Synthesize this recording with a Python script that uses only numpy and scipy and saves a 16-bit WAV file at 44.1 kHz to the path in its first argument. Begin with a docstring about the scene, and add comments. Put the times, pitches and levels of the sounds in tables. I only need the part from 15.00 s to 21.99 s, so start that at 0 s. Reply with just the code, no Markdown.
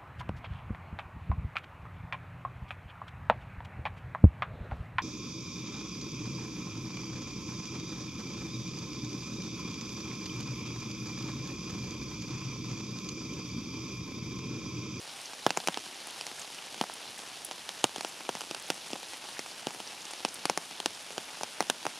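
"""Steady rain in a forest, about seven seconds, heard from under a taut rain cover, most likely an umbrella.
From start to end, countless drops hiss and patter on the leaves, small drops tap the fabric and leaves tick.
From about half a second, heavy drips from the canopy hit close overhead, in a first cluster, then sparsely.
From about 2.5 seconds they come more often, up to the end. Each is a thump and a pock from the ringing fabric
and a short splash of shaped noise; a faint echo from the ground follows."""
import sys
import numpy as np
from scipy import signal
from scipy.fft import rfft, irfft, next_fast_len
from scipy.io import wavfile

SR = 44100
rng = np.random.default_rng(int(sys.argv[2]) if len(sys.argv) > 2 else 0)


def to_wav(sig):
    """Store sig (one row per channel, or 1-D mono) as 16-bit WAV at the path in sys.argv[1].

    Samples outside -1..1 are clipped; the rate is SR.
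    """
    pcm = np.clip(np.atleast_2d(sig), -1, 1) * 32767
    pcm = np.round(pcm).astype(np.int16)
    wavfile.write(sys.argv[1], SR, pcm.T)  # frames by channels


N = 308240

HIT_SIZE = 4096  # samples kept for each short sound
AGE = np.arange(HIT_SIZE) / SR  # seconds since the impact
# usual pitches of a drop, and how far pock and spray scatter from spot to spot (share of the pitch)
POCK_HZ, SPRAY_HZ, CRACK_HZ, PITCH_SCATTER = 823, 5990, 2590, 0.022

# The heavy drips on the fabric. A drop that bursts gives more splash than thump; a taut spot gives more pock.
# Each row: start in seconds, strength in dB, splash over thump in dB, pock over strength in dB,
# pitch of the crack in Hz.
HEAVY_DRIPS = [(0.4649, -29, -7, 8.5, 2970), (0.5056, -37, 7, 5.5, 2600), (0.5729, -35, 1, 8, 1980),
               (0.6735, -35.5, 7.5, 0.5, 2420), (0.685, -34, -5, 6.5, 2900), (0.7432, -51, 18, 1, 3570),
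               (0.773, -41, 1, 6, 2600), (1.2108, -51, 21, 6, 2600), (1.267, -51.5, 16, 7, 1760),
               (1.8123, -33, -4, 6, 2980), (1.8393, -53.5, 6, 17.5, 1700), (1.898, -53.5, -4, 13.5, 2700),
               (2.512, -47.5, 6, 7.5, 2960), (2.6911, -46.5, 12, 3, 3000), (2.8416, -26.5, 2, 3.5, 2680),
               (2.9608, -44, 3, 5.5, 3130), (2.982, -44.5, -6, -12, 2130), (3.0088, -48, 12, 10.5, 2130),
               (3.0478, -39, -2, 4, 2620), (3.2913, -37, -6.5, 7, 2650), (3.352, -45.5, 4, 6.5, 2300),
               (3.408, -49.5, 15, 5, 2550), (3.4164, -46.5, 1, 2.5, 2650), (3.5112, -40, -3, -1, 2600),
               (3.547, -47.5, 13, 5.5, 2680), (3.7021, -32, 2, 1, 2570), (3.9323, -38, -6, -1, 2670),
               (3.9562, -52, 1, 9, 3000), (4.3926, -40, 0, -3, 2100), (4.6697, -35, -6.5, 1.5, 2850),
               (4.802, -46, -1, 3.5, 2830), (5.1351, -56, 17, 11, 2070), (5.2496, -34.5, 4.5, 6, 2530),
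               (5.4544, -34, 2, 2, 2250), (5.4977, -33, 0.5, 7.5, 2110), (5.5754, -36, 1, 5, 1930),
               (5.8017, -43.5, 7.5, 2.5, 3140), (5.8593, -31, 1.5, -0.5, 2860),
               (6.1799, -37.5, -4.5, 1, 2860), (6.4105, -48.5, -6, 10.5, 1800), (6.4335, -42, 7, 9, 2310),
               (6.6056, -32.5, -3.5, 7.5, 2000), (6.6253, -45, 3, 7, 2800), (6.699, -30.5, 3.5, 1, 2830),
               (6.8533, -42, -5, 7, 2550), (6.866, -39, -1.5, 9.5, 2530)]


def umbrella(small_count=240, small_db=-63.5, spread_db=4.0, splash_db=8, taut_db=6):
    """Heavy drips and a random patter of small drops, few large and many faint; the ground throws them back."""
    out = np.zeros((2, N))
    for start_s, *drop in HEAVY_DRIPS:
        add(out, start_s, drip(*drop))
    for when, size, hardness, spot in rng.random((small_count, 4)):
        strength_db = small_db + spread_db * min(-np.log(size), 3)
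        crack_hz = CRACK_HZ * 2 ** ((spot - .5) / 2)  # up to a quarter octave either way
        add(out, when * N / SR, drip(strength_db, splash_db * hardness, taut_db, crack_hz))
    echo_delay = int(0.0093 * SR)
    echo = np.pad(out, ((0, 0), (echo_delay, 0)))[:, :N]
    return out + undb(-26.5) * echo


# Ways the whole wet panel rings.
# Each row: usual pitch in Hz, time to die away by 60 dB in seconds, relative level in dB.
PANEL_MODES = [(218, 0.026, -8.5), (309, 0.017, 4.5), (438, 0.003, -9)]
# Ways the patch under the drop rings.
# Each row: multiple of the pock pitch, time to die away by 60 dB in seconds, relative level in dB.
PATCH_MODES = [(.76, 0.0024, -6), (1, 0.0083, 6.5), (1.55, 0.0048, -6.5)]
# Colour of the fabric's after-ring. Each row: frequency in Hz, relative level in dB per Hz.
FLUTTER_COLOUR = [(70, -18), (170, 8.5), (350, 0), (600, 1.5), (850, -4.5), (1300, -2.5), (2200, -11),
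                  (5000, -28)]
# Colour of the impact. Each row: multiple of the crack pitch, relative level in dB.
CRACK_COLOUR = [(.03, -54), (.28, -31.5), (.55, -2.5), (.74, -12), (1, 3), (1.25, -0.5), (1.6, -11),
                (2.1, -13.5), (5, -36)]
# Colour of the flying droplets. Each row: multiple of the spray pitch, relative level in dB.
SPRAY_COLOUR = [(.02, -54), (.48, -24.5), (.74, -2), (.93, 1), (1.12, -3.5), (1.35, -9), (1.6, -4.5),
                (1.95, -19.5), (2.7, -42)]
# Colour of a struck leaf, also used where the ears differ in a drip.
# Each row: multiple of the pitch, relative level in dB.
LEAF_COLOUR = [(.25, -12), (.65, -0.5), (1, 13.5), (1.3, -4), (1.8, -14), (3, -32)]


def drip(strength_db, splash_db, taut_db, crack_hz):
    """One drop on the fabric shares its strength between thump and splash; tension and direction vary by spot."""
    thump_db = strength_db - splash_db / 2
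    burst_db = strength_db + splash_db / 2
    pock_db = strength_db + taut_db
    pock_hz, spray_hz = np.array([POCK_HZ, SPRAY_HZ]) * np.exp(PITCH_SCATTER * rng.standard_normal(2))

    panel_stretch = np.exp(0.11 * rng.standard_normal())
    thump = blow(ring(PANEL_MODES, panel_stretch), thump_db)
    pock = blow(ring(PATCH_MODES, pock_hz), pock_db)

    # waves run back from the ribs a moment later and blur into a faint after-ring
    returning = (1 - fade(0.0091)) * (fade(0.046) + undb(-21) * fade(0.077))
    flutter = colour(rng.standard_normal(HIT_SIZE) * returning, FLUTTER_COLOUR)
    flutter = blow(flutter, (thump_db + pock_db) / 2 - 7)

    # a shorter contact cracks higher and louder, and leaves less spray: 7 dB per octave
    snap_db = 7 * np.log2(crack_hz / CRACK_HZ)
    crack = splash(pitched(CRACK_COLOUR, crack_hz), t60=0.0026, scatter_t60=0.018, scatter_db=-13.0)
    crack = blow(crack, burst_db + 1.5 + snap_db)
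    spray = splash(pitched(SPRAY_COLOUR, spray_hz), t60=0.0038, scatter_t60=0.015, scatter_db=-5)
    spray = blow(spray, burst_db - snap_db)

    # the two ears see the patch and the droplets from different angles
    patch_side = splash(pitched(LEAF_COLOUR, 1.36 * pock_hz), t60=0.012, scatter_t60=0.028, scatter_db=-12)
    droplet_side = splash(pitched(LEAF_COLOUR, 10200), t60=0.0045, scatter_t60=.02, scatter_db=-18)
    side = blow(patch_side, pock_db - 20.5) + blow(droplet_side, burst_db - 18.5)

    # the panel swings against the struck patch
    body = panned(pock, -1.2) - thump
    direction_db = -.2 + 1.7 * rng.standard_normal()
    return panned(body + flutter + crack + spray, direction_db) + np.array([side, -side])


def ring(modes, stretch):
    """Fabric modes kicked into motion, each dying away; a small sheet radiates no deep bass."""
    motion = sum(undb(db) * fade(t60) * np.cos(2 * np.pi * hz * stretch * AGE) for hz, t60, db in modes)
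    return signal.sosfilt(signal.butter(2, [145, 1900], "band", fs=SR, output="sos"), motion)


def splash(points, t60, scatter_t60, scatter_db, rise_t60=0.00041):
    """The drop flattens and bursts, and its droplets scatter a little longer: a fading burst of coloured noise."""
    burst = (1 - fade(rise_t60)) * (fade(t60) + undb(scatter_db) * fade(scatter_t60))
    return colour(rng.standard_normal(HIT_SIZE) * burst, points)


# Bright ticks on the nearest leaves. Each row: start in seconds, level in dB, pitch in Hz.
LEAF_TICKS = [(0.2564, -43, 5740), (1.395, -43, 8600), (1.417, -45, 6700), (1.938, -44, 9600),
              (2.448, -37.5, 9900), (4.874, -43, 5600), (5.286, -42, 6170), (5.342, -41.5, 9800)]


def near_leaves(count=160, tick_db=-54.5, spread_db=3.0, lowest_hz=1900, highest_hz=11000):
    """Drops tick on the nearest leaves, and more softly at random on leaves of every size."""
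    out = np.zeros((2, N))
    for start_s, db, hz in LEAF_TICKS:
        add(out, start_s, tick(db, hz))
    for when, size, leaf in rng.random((count, 3)):
        hz = lowest_hz * (highest_hz / lowest_hz) ** leaf
        db = tick_db + spread_db * min(-np.log(size), 3)
        add(out, when * N / SR, tick(db, hz))
    return out


def tick(db, hz):
    """A drop slaps a leaf somewhere to the left or right: a short noise burst around the leaf's pitch."""
    slap = splash(pitched(LEAF_COLOUR, hz), t60=0.009, scatter_t60=0.028, scatter_db=3)
    return panned(blow(slap, db), 2.4 * rng.standard_normal())


# Colour of the rain in the forest. Each row: frequency in Hz, relative level in dB per Hz.
FOREST_COLOUR = [(25, -35), (45, -24), (95, -11.5), (270, -4), (520, -4), (830, -0.5), (1200, -4),
                 (2100, -4), (2900, -1), (5500, -4), (8000, -10), (9700, -7.5), (12500, -19.5),
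                 (16000, -43)]
# How unlike the two ears are. Each row: frequency in Hz, side minus middle in dB.
EAR_DIFFERENCE = [(30, 0), (100, -14.5), (700, -14), (1300, -10), (2400, -13.5), (4500, -17.5), (8000, -15),
                  (15000, 4.5)]


def forest(rain_db=-45.5):
    """Steady rain on leaves and ground all around: a shared middle plus a separate side signal for width."""
    mid = level(colour(patter(), FOREST_COLOUR), 0)
    side = colour(level(colour(patter(), FOREST_COLOUR), 0), EAR_DIFFERENCE)
    return np.array([mid + side, mid - side]) * undb(rain_db)


def patter(drops_per_s=2000, spread_db=2.0, wash_db=-2.5, flicker_db=1.37):
    """Thousands of far drops, as random clicks, over a smooth wash; each octave flickers a little on its own."""
    hits = rng.random(N) < drops_per_s / SR
    signs = rng.choice([-1, 1], N)
    sizes = undb(spread_db * np.minimum(rng.exponential(size=N), 5))
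    drops = level(hits * signs * sizes, 0)
    spectrum = rfft(drops + undb(wash_db) * rng.standard_normal(N))
    octave = np.log2(np.maximum(np.fft.rfftfreq(N, 1 / SR), 1))
    out = np.zeros(N)
    for center in range(4, 16):
        # overlapping bands, each fading out one octave away
        band = irfft(spectrum * np.maximum(1 - abs(octave - center), 0), N)
        out += band * undb(flicker_db * walk(22))
    return out


def walk(rate):
    """Random drift joining `rate` random points a second by straight lines."""
    knots = rng.standard_normal(int(N / SR * rate) + 2)
    return np.interp(np.arange(N) / SR * rate, np.arange(len(knots)), knots)


def undb(db):
    """Decibels to gain."""
    return 10 ** (np.asarray(db) / 20)


def fade(t60):
    """Exponential decay from the moment of impact, 60 dB down after t60 seconds."""
    return np.exp(-np.log(1000) * AGE / t60)


def pitched(shape, hz):
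    """Place a colour given in multiples at a pitch."""
    return [(multiple * hz, db) for multiple, db in shape]


def gain_at(hz, points):
    """Gain of a table of Hz and dB, read on a log-frequency axis."""
    f, db = np.transpose(points)
    return undb(np.interp(np.log(np.maximum(hz, 1)), np.log(f), db))


def colour(x, points):
    """Causal (minimum-phase) filter with the given spectrum, so that attacks stay sharp."""
    size = next_fast_len(len(x) + HIT_SIZE)
    cepstrum = irfft(np.log(gain_at(np.fft.rfftfreq(size, 1 / SR), points)), size)
    # fold the cepstrum onto positive time, so nothing sounds before the attack
    cepstrum[1:size // 2] *= 2
    cepstrum[size // 2:] = 0
    response = np.exp(rfft(cepstrum))
    return irfft(rfft(x, size) * response, size)[:len(x)]


def level(x, db):
    """Set the rms of a lasting sound."""
    return x * undb(db) / np.sqrt(np.mean(x ** 2))


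def blow(x, db):
    """Set the rms of a short sound, with its whole energy counted over 10 ms."""
    return x * undb(db) / np.sqrt(np.sum(x ** 2) / (.01 * SR))


def panned(x, pan_db):
    """Two channels, left louder by pan_db."""
    return x * undb(np.array([[pan_db], [-pan_db]]) / 2)


def add(out, start_s, sound):
    """Mix a short stereo sound in at a time in seconds."""
    start = max(int(start_s * SR), 0)
    out[:, start:start + HIT_SIZE] += sound[:, :max(N - start, 0)]


def scene():
    """Fabric overhead, near leaves, far forest."""
    return umbrella() + near_leaves() + forest()


def record(dry):
    """The recorder cuts the top above 15.6 kHz."""
    return signal.sosfilt(signal.ellip(8, .2, 70, 15600, fs=SR, output="sos"), dry)


dry = scene()
out = record(dry)
to_wav(out)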